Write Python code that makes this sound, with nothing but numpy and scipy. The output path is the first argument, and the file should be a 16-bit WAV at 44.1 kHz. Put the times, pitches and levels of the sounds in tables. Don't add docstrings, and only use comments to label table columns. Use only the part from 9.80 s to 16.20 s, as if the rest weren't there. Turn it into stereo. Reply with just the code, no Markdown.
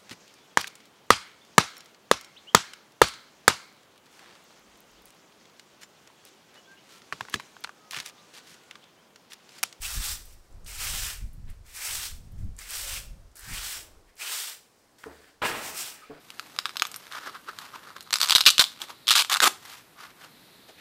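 import sys
import numpy as np
from scipy import signal
from scipy.fft import rfft, irfft, next_fast_len
from scipy.io import wavfile
from scipy.ndimage import uniform_filter1d, map_coordinates

SR = 44100
rng = np.random.default_rng(int(sys.argv[2]) if len(sys.argv) > 2 else 0)


def log_audio(samples):
    frames = np.atleast_2d(samples).T
    limited = np.clip(frames, -1, 1)
    pcm = np.round(limited * 32767).astype(np.int16)
    wavfile.write(sys.argv[1], SR, pcm)


def field_ratio(decibels):
    return 10 ** (np.asarray(decibels, dtype=float) / 20)


N = 282222

STRAY_PER_S, STRAY_DB = 60, -15
# frequency in Hz, relative density in dB per Hz.
HISS = [(1470, -26), (2500, -8.5), (3240, -24), (3450, -7.5), (5460, 1.5), (6560, -1.5), (8130, 2),
        (9850, -3.5), (14000, -5), (15600, -7)]
# frequency in Hz, relative density in dB per Hz.
SCRAPE = [(180, -55), (300, -21), (453, -10.5), (498, -14.5), (806, -6.5), (1020, -5), (1470, 0),
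          (1600, -0.5), (5000, -5.5), (6500, -51), (11000, -120)]
# time in seconds, pitch in Hz.
RASP = [(0.03, 2660), (.17, 3500), (.39, 3860), (.6, 1800), (.86, 2650), (.97, 2600), (1.17, 3270),
        (1.3, 2950), (1.55, 1800), (2.03, 2320), (2.13, 3180), (2.32, 3700), (2.55, 1800), (2.8, 1950),
        (2.96, 3250), (3.24, 3050), (3.45, 1600), (3.69, 1690), (3.82, 3400), (4.08, 3000), (4.25, 1680),
        (4.42, 2600), (4.51, 3420), (4.72, 3300), (5.0, 1900), (5.67, 1580), (5.9, 2050), (6.07, 3580),
        (6.21, 1450)]


def broom():
    hiss_gain, scrape_gain = rubbing()
    rasp_hz, = curves(RASP)
    judder_db = 0.68 * wobble(45) + 0.83 * wobble(160)
    tips = coloured(patchy(slips(2500, 3.6, smooth=0.86), depth_db=0.57), HISS)
    twigs = coloured(patchy(slips(1200, 2.1, smooth=0.63), depth_db=1.03), SCRAPE)
    twigs = unit(rasping(twigs, rasp_hz, lift_db=6, octaves=.35))
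    strays = coloured(slips(STRAY_PER_S, 2.4, smooth=0), HISS)
    tips = tips + field_ratio(STRAY_DB) * strays
    tip_flicker = field_ratio(0.9 * wobble(45))
    return field_ratio(judder_db) * (hiss_gain * tip_flicker * tips + scrape_gain * twigs)


LIFT_DB_PER_S = 214
SAG_DB_PER_S = 13.5
GRIT_DB, GRIT_DB_PER_S = -32.5, 21
# start in seconds, rise in seconds, hold in seconds, hiss level in dB,
# low scrape relative to the hiss in dB.
RUBS = [(0.0, 0.039, .135, -36, -5), (0.15, .104, 0.061, -32.5, -6), (.433, .012, .087, -59.5, -7.5),
        (.85, .035, .084, -44.5, -4.5), (.948, .078, 0.28, -34.5, -3.5), (1.065, 0.096, .14, -36.5, -5.5),
        (1.65, 0.048, .002, -65.5, 4.5), (1.83, 0.047, .104, -57.5, -2.5), (1.881, 0.2, 0.18, -34.5, -4.5),
        (2.085, 0.051, 0.062, -38.5, -10), (2.544, 0.045, .022, -67.5, -3.5), (2.772, .02, .076, -46, -2.5),
        (2.834, .11, .215, -37, -5.5), (3.028, .055, .09, -40, -3.5), (3.55, 0.013, 0.053, -52, -6),
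        (3.552, 0.22, 0.013, -39.5, -1.5), (3.729, 0.13, 0.11, -37, -3.5), (4.246, .051, .002, -71.5, 5),
        (4.362, .066, .052, -39.5, -0.5), (4.41, 0.12, 0.076, -34, -4), (4.6, .03, .078, -39.5, -5),
        (5.179, .012, 0.072, -60.5, 0.5), (5.25, .05, .21, -64.5, 4), (5.616, 0.01, .03, -43, 2),
        (5.621, 0.046, 0.033, -38, 3), (5.671, .107, .076, -45.5, 2), (5.765, .074, 0.054, -40.5, -6),
        (5.889, 0.097, 0.094, -36.5, -6), (6.1, .07, .23, -69.5, 12.5)]


def rubbing():
    hiss, scrape = np.full((2, N), 1e-12)
    for start, rise, hold, db, coarse_db in RUBS:
        rub = swell(start, rise, hold, db, LIFT_DB_PER_S, SAG_DB_PER_S)
        grit = swell(start, rise, hold, db + GRIT_DB, GRIT_DB_PER_S, SAG_DB_PER_S)
        power = rub ** 2 + grit ** 2
        hiss = hiss + power
        scrape = scrape + power * field_ratio(coarse_db) ** 2
    return np.sqrt(hiss), np.sqrt(scrape)


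def rasping(x, pitch_hz, lift_db, octaves):
    hz, t, z = signal.stft(x, SR, nperseg=512)
    centre_hz = np.interp(t * SR, np.arange(N), pitch_hz)
    bump = np.exp(-(np.log2((hz[:, None] + 1) / centre_hz) / octaves) ** 2)
    return signal.istft(z * field_ratio(lift_db * bump), SR, nperseg=512)[1][:N]


TICK_OCTAVES, WIDER_PER_OCTAVE = .6, .12
# time in seconds, nominal peak in dB, centre in Hz, time to fall 60 dB in seconds.
TICKS = [(.019, -27, 9300, 0.046), (0.455, -37, 11700, .05), (.526, -45, 11000, .05),
         (.54, -48, 14000, .02), (.726, -51, 7000, 0.027), (.846, -41, 7700, 0.057),
         (0.863, -29.5, 4000, .04), (1.532, -44.5, 11500, 0.1), (1.681, -47, 2400, 0.015),
         (1.690, -46, 1900, .012), (1.701, -41, 10000, 0.044), (1.735, -52, 2300, .012),
         (1.866, -44, 7800, .06), (1.963, -29, 8400, 0.034), (2.520, -47, 11000, .05),
         (2.589, -51, 8000, .08), (2.645, -50, 11000, .03), (2.766, -41, 8100, 0.05),
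         (2.789, -28.5, 8020, 0.074), (2.907, -22, 8900, 0.02), (3.515, -50, 6200, .05),
         (3.556, -35.5, 9000, .025), (3.569, -35, 11000, .015), (3.578, -41, 12000, .012),
         (3.594, -29, 9900, .025), (3.608, -31, 11000, .015), (4.355, -48, 12000, .03),
         (4.368, -43, 7000, 0.027), (5.184, -44, 4000, 0.043), (5.236, -33, 2200, 0.018),
         (5.240, -27, 1250, 0.03), (5.315, -39, 1200, 0.016), (5.443, -40, 1700, .04),
         (5.620, -25, 1500, .05), (5.656, -13, 1270, 0.06), (5.716, -20, 1500, .02)]


def ticks():
    out, t = np.zeros(N + SR), np.arange(SR // 4) / SR
    hz = np.fft.rfftfreq(len(t), 1 / SR) + 1
    for s, db, centre_hz, t60 in TICKS:
        octaves = max(TICK_OCTAVES + WIDER_PER_OCTAVE * np.log2(8000 / centre_hz), .2)
        band = np.exp(-(np.log2(hz / centre_hz) / octaves) ** 2)
        puff = unit(irfft(rfft(rng.standard_normal(len(t))) * band, len(t)))
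        fade = field_ratio(-60 * t / max(t60, .005)) + 1.5 * field_ratio(-60 * t / .008)
        snap = -5 * np.sin(2 * np.pi * centre_hz * t) * np.exp(-1.5 * centre_hz * t)
        tick = field_ratio(db - 16) * (fade * puff + snap)
        out[round(s * SR):][:len(t)] += tick
    return out[:N]


# middle in seconds, level in dB, pitch in Hz, width in Hz, length to either side in seconds.
SQUEALS = [(0.053, -39.5, 2750, 400, 0.017), (3.171, -35, 2680, 400, 0.012), (4.423, -39, 2520, 500, 0.01),
           (4.476, -39, 2500, 500, 0.0086), (6.23, -52, 1256, 40, 0.021), (6.25, -61, 2380, 200, 0.075)]


def squeals():
    out, t, hz = np.zeros(N), np.arange(N) / SR, np.fft.rfftfreq(N, 1 / SR)
    rub = rfft(rng.standard_normal(N))
    for s, db, pitch_hz, width_hz, length in SQUEALS:
        resonance = 1j * hz / (pitch_hz ** 2 - hz ** 2 + 1j * hz * width_hz)
        tone = unit(irfft(rub * resonance, N))
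        out += field_ratio(db) * np.exp(-((t - s) / length) ** 2) * tone
    return out


RAKE_BITE_DB = 6
# start in seconds, rise in seconds, hold in seconds, level in dB, fade in dB per second.
RAKE = (5.616, .004, .048, -30.5, 52)
# frequency in Hz, relative level in dB, time to fall 60 dB in seconds.
DRUM = [(454, -13, 0.25), (647, -13, 0.53), (847, -3, 0.35), (1134, -13, 0.32), (1303, 1, 0.26),
        (1430, -16, .28), (1665, 0, .17), (1900, -5, 0.32), (2450, -1, 0.26), (2600, -5, 0.091),
        (2800, 1, 0.27)]
# frequency in Hz, relative density in dB per Hz.
CLATTER = [(50, -22), (100, -12), (250, -10), (400, -5.5), (600, -7), (900, -4.5), (1400, -6.5),
           (1810, -11), (2720, -9.5), (4500, -24), (9000, -79.5)]


def drum():
    start, rise, hold, db, fade = RAKE
    biting = np.arange(N) / SR < start + rise + hold
    rake = swell(start, rise, hold, db - RAKE_BITE_DB, fade) * field_ratio(RAKE_BITE_DB * biting)
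    ring = struck(rake * slips(900, 2, smooth=.6), DRUM, attack=.0006)
    rattle = rake * coloured(patchy(slips(1200, 1.6, smooth=.7), depth_db=1), CLATTER)
    return field_ratio(-5) * ring + field_ratio(3) * rattle


# start in seconds, rise in seconds, hold in seconds, relative level in dB, fade in dB per second.
GRAZE = (3, 0.03, 0.05, -57.5, 65)
# frequency in Hz, relative level in dB, time to fall 60 dB in seconds.
PANEL = [(445, -10, .25), (542.5, -0.5, .25), (567.5, 1, 0.23)]


def panel():
    graze = swell(*GRAZE) * slips(160, 2.7, smooth=.5)
    return field_ratio(2.5) * struck(graze, PANEL, attack=0.0028)


# time in seconds, relative level in dB.
STEPS = [(5.26, -34), (6.298, -32.5)]
# frequency in Hz, relative level in dB, time to fall 60 dB in seconds.
SOLE = [(74, -23, 0.85), (154.5, -17, 0.38), (285, 1.5, 0.065), (348, -3, 0.057), (430, 2, 0.09),
        (716, -9, 0.056), (860, -16, .06)]
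# start in seconds, rise in seconds, hold in seconds, relative level in dB, fade in dB per second.
SHUFFLE = [(.62, .12, .16, -64, 120), (3.95, .02, .01, -57, 36), (5.25, 0.017, .01, -44.5, 300),
           (5.25, .05, .02, -60, 70), (6.3, 0.0092, .003, -45, 500), (6.31, .02, 0.027, -58, 50)]
# frequency in Hz, relative density in dB per Hz.
DRAG = [(150, -33), (300, -4.5), (430, -4), (700, -7), (1500, -13.5), (3000, -41)]


def steps():
    out, t = np.zeros(N + SR), np.arange(SR // 20) / SR
    for s, db in STEPS:
        knocks = rng.standard_normal(len(t)) * (rng.random(len(t)) < .004)
        roll = 0.26 * field_ratio(-60 * t / 0.11) * knocks
        roll[0] = 1
        step = signal.fftconvolve(roll, ringing(SOLE, attack=0.0024))[:SR // 2]
        out[round(s * SR):][:SR // 2] += field_ratio(db - 4) * step
    drag_gain = sum(swell(*row) for row in SHUFFLE)
    drag = coloured(patchy(rng.standard_normal(N), depth_db=1.5), DRAG)
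    return out[:N] + field_ratio(-2.5) * drag_gain * drag


# frequency in Hz, time to fall 60 dB in seconds.
WALLS = [(200, 1), (1000, 0.3), (4000, 0.38), (12000, 0.31)]


def walls(x):
    out, size = np.zeros(N + SR), SR // 5
    for start in range(0, N, size):
        hz, t, z = signal.stft(rng.standard_normal(SR // 2), SR, nperseg=256)
        fade = field_ratio(-60 * t / along(WALLS, hz)[:, None])
        tail = signal.istft(z * fade, SR, nperseg=256)[1]
        answer = signal.fftconvolve(x[start:start + size], tail / np.linalg.norm(tail))
        out[start + 300:][:len(answer)] += answer
    return out[:N]


FLUTTER_DB = -12
# time in seconds, buffet level in dB.
WIND = [(0.0, -43), (0.13, -48.5), (0.19, -29.5), (0.23, -37), (0.69, -57.5), (0.74, -46.5), (1.24, -39),
        (1.38, -45), (1.47, -31), (1.51, -44.5), (1.68, -37.5), (2.02, -61), (2.1, -50.5), (2.68, -38),
        (2.87, -55), (3.05, -52), (3.14, -40), (3.59, -54.5), (3.74, -43), (3.91, -57), (4.09, -53.5),
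        (4.6, -85)]
# frequency in Hz, relative density in dB per Hz.
BUFFET = [(7.1, -31), (12, -2), (43, -2), (57, -6.5), (76, -10.5), (120, -22), (160, -51), (260, -120)]
# frequency in Hz, relative density in dB per Hz.
FLUTTER = [(29, 7.5), (50, -10.5), (91, 3), (210, -9.5), (440, -34), (481, -40), (700, -41), (910, -69),
           (1540, -120)]
# middle in seconds, flutter level in dB, length to either side in seconds.
PUFFS = [(.19, -39.5, 0.026), (0.293, -49, .03), (.77, -53, .03), (.86, -48, 0.027), (1.098, -47, 0.076),
         (1.272, -47, 0.033), (1.434, -47, 0.037), (1.57, -44.5, .05), (1.7, -47, .04), (2.183, -56, .04),
         (2.444, -43.5, 0.083), (2.637, -39, 0.081), (3.3, -53.5, 0.11), (3.717, -39.5, 0.037),
         (4.1, -64, .05), (5.75, -66, .12), (6.33, -63, .06)]


def wind():
    buffet_db, = curves(WIND)
    t = np.arange(N) / SR
    puffs = sum(field_ratio(db) * np.exp(-((t - s) / length) ** 2) for s, db, length in PUFFS)
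    lumps = field_ratio(2.5 * wobble(12))
    buffet = unit(lumps * coloured(rng.standard_normal(N), BUFFET))
    flutter = unit(lumps * field_ratio(1.2 * wobble(30)) * coloured(rng.standard_normal(N), FLUTTER))
    flutter_gain = field_ratio(buffet_db + FLUTTER_DB) + puffs
    return field_ratio(buffet_db) * buffet + flutter_gain * flutter


AIR_DB = -64.5
# frequency in Hz, relative density in dB per Hz.
AIR = [(12, -49.5), (20, -16), (95, -3), (453, 0), (814, -3.5), (885, -5.5), (1050, -4.5), (1460, -8.5),
       (2280, -13), (3870, -14), (5120, -13), (8690, -18.5), (15600, -27)]


def air():
    return field_ratio(AIR_DB + 1.33 * wobble(3.65)) * coloured(rng.standard_normal(N), AIR)


def unit(x):
    return x / np.sqrt(np.mean(x ** 2) + 1e-20)


def along(points, hz):
    f, v = np.transpose(points)
    return np.interp(np.log(hz + 1), np.log(f + 1), v)


def curves(rows):
    s, *cols = np.transpose(rows)
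    return [np.interp(np.arange(N) / SR, s, c) for c in cols]


def wobble(rate):
    knots = rng.standard_normal(int(N * rate / SR) + 4)
    return map_coordinates(knots, [np.arange(N) * rate / SR])


def coloured(x, spectrum):
    m = next_fast_len(N + 8192)
    gain = field_ratio(along(spectrum, np.fft.rfftfreq(m, 1 / SR)))
    return unit(irfft(rfft(x, m) * gain, m)[:N])


def slips(per_s, spread_db, smooth):
    when, size, sign = rng.random((3, N))
    heights = field_ratio(-spread_db * np.log(size + 0.0044))
    snaps = (when < per_s / SR) * heights * np.sign(sign - .5)
    share = np.clip(smooth, 0, 1)
    return np.sqrt(1 - share) * unit(snaps) + np.sqrt(share) * rng.standard_normal(N)


def patchy(x, depth_db):
    z = signal.stft(x, nperseg=256)[2]
    field = uniform_filter1d(rng.standard_normal(z.shape), size=7, axis=0)
    field = uniform_filter1d(field, size=6, axis=1)
    return signal.istft(z * field_ratio(depth_db * unit(field)), nperseg=256)[1][:N]


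RISE_DB = 30.5


def swell(start, rise, hold, db, fade_db_per_s, sag_db_per_s=0):
    t = np.arange(N) / SR - start
    short = 1 - np.clip(t / max(rise, .002), 0, 1)
    held_db = db - RISE_DB * short ** 2 - sag_db_per_s * np.clip(t - rise, 0, hold)
    return (t >= 0) * field_ratio(held_db - fade_db_per_s * np.maximum(t - rise - hold, 0))


def ringing(modes, attack):
    t = np.arange(SR // 2) / SR
    tones = 0
    for hz, db, t60 in modes:
        strength_db = db + rng.normal(0, 0.93)
        tones = tones + field_ratio(strength_db - 60 * t / t60) * np.sin(2 * np.pi * hz * t)
    return tones * (1 - np.exp(-t / attack))


def struck(blows, modes, attack):
    ring = ringing(modes, attack)
    return signal.fftconvolve(blows, ring / np.linalg.norm(ring))[:N]


def scene():
    near = broom() + ticks() + squeals() + drum() + panel() + steps()
    mono = near + field_ratio(-11) * walls(near) + wind() + air()
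    return np.array([mono, mono])


def band_limit(x):
    return signal.sosfilt(signal.butter(12, 16500, fs=SR, output="sos"), x)


TOP_HZ = 15900


def record(dry):
    edge = np.clip((TOP_HZ - np.fft.rfftfreq(N, 1 / SR)) / 200, 0, 1)
    mix = irfft(rfft(dry) * np.sin(edge * np.pi / 2) ** 2, N)
    return band_limit(mix)


dry = scene()
out = record(dry)
log_audio(out)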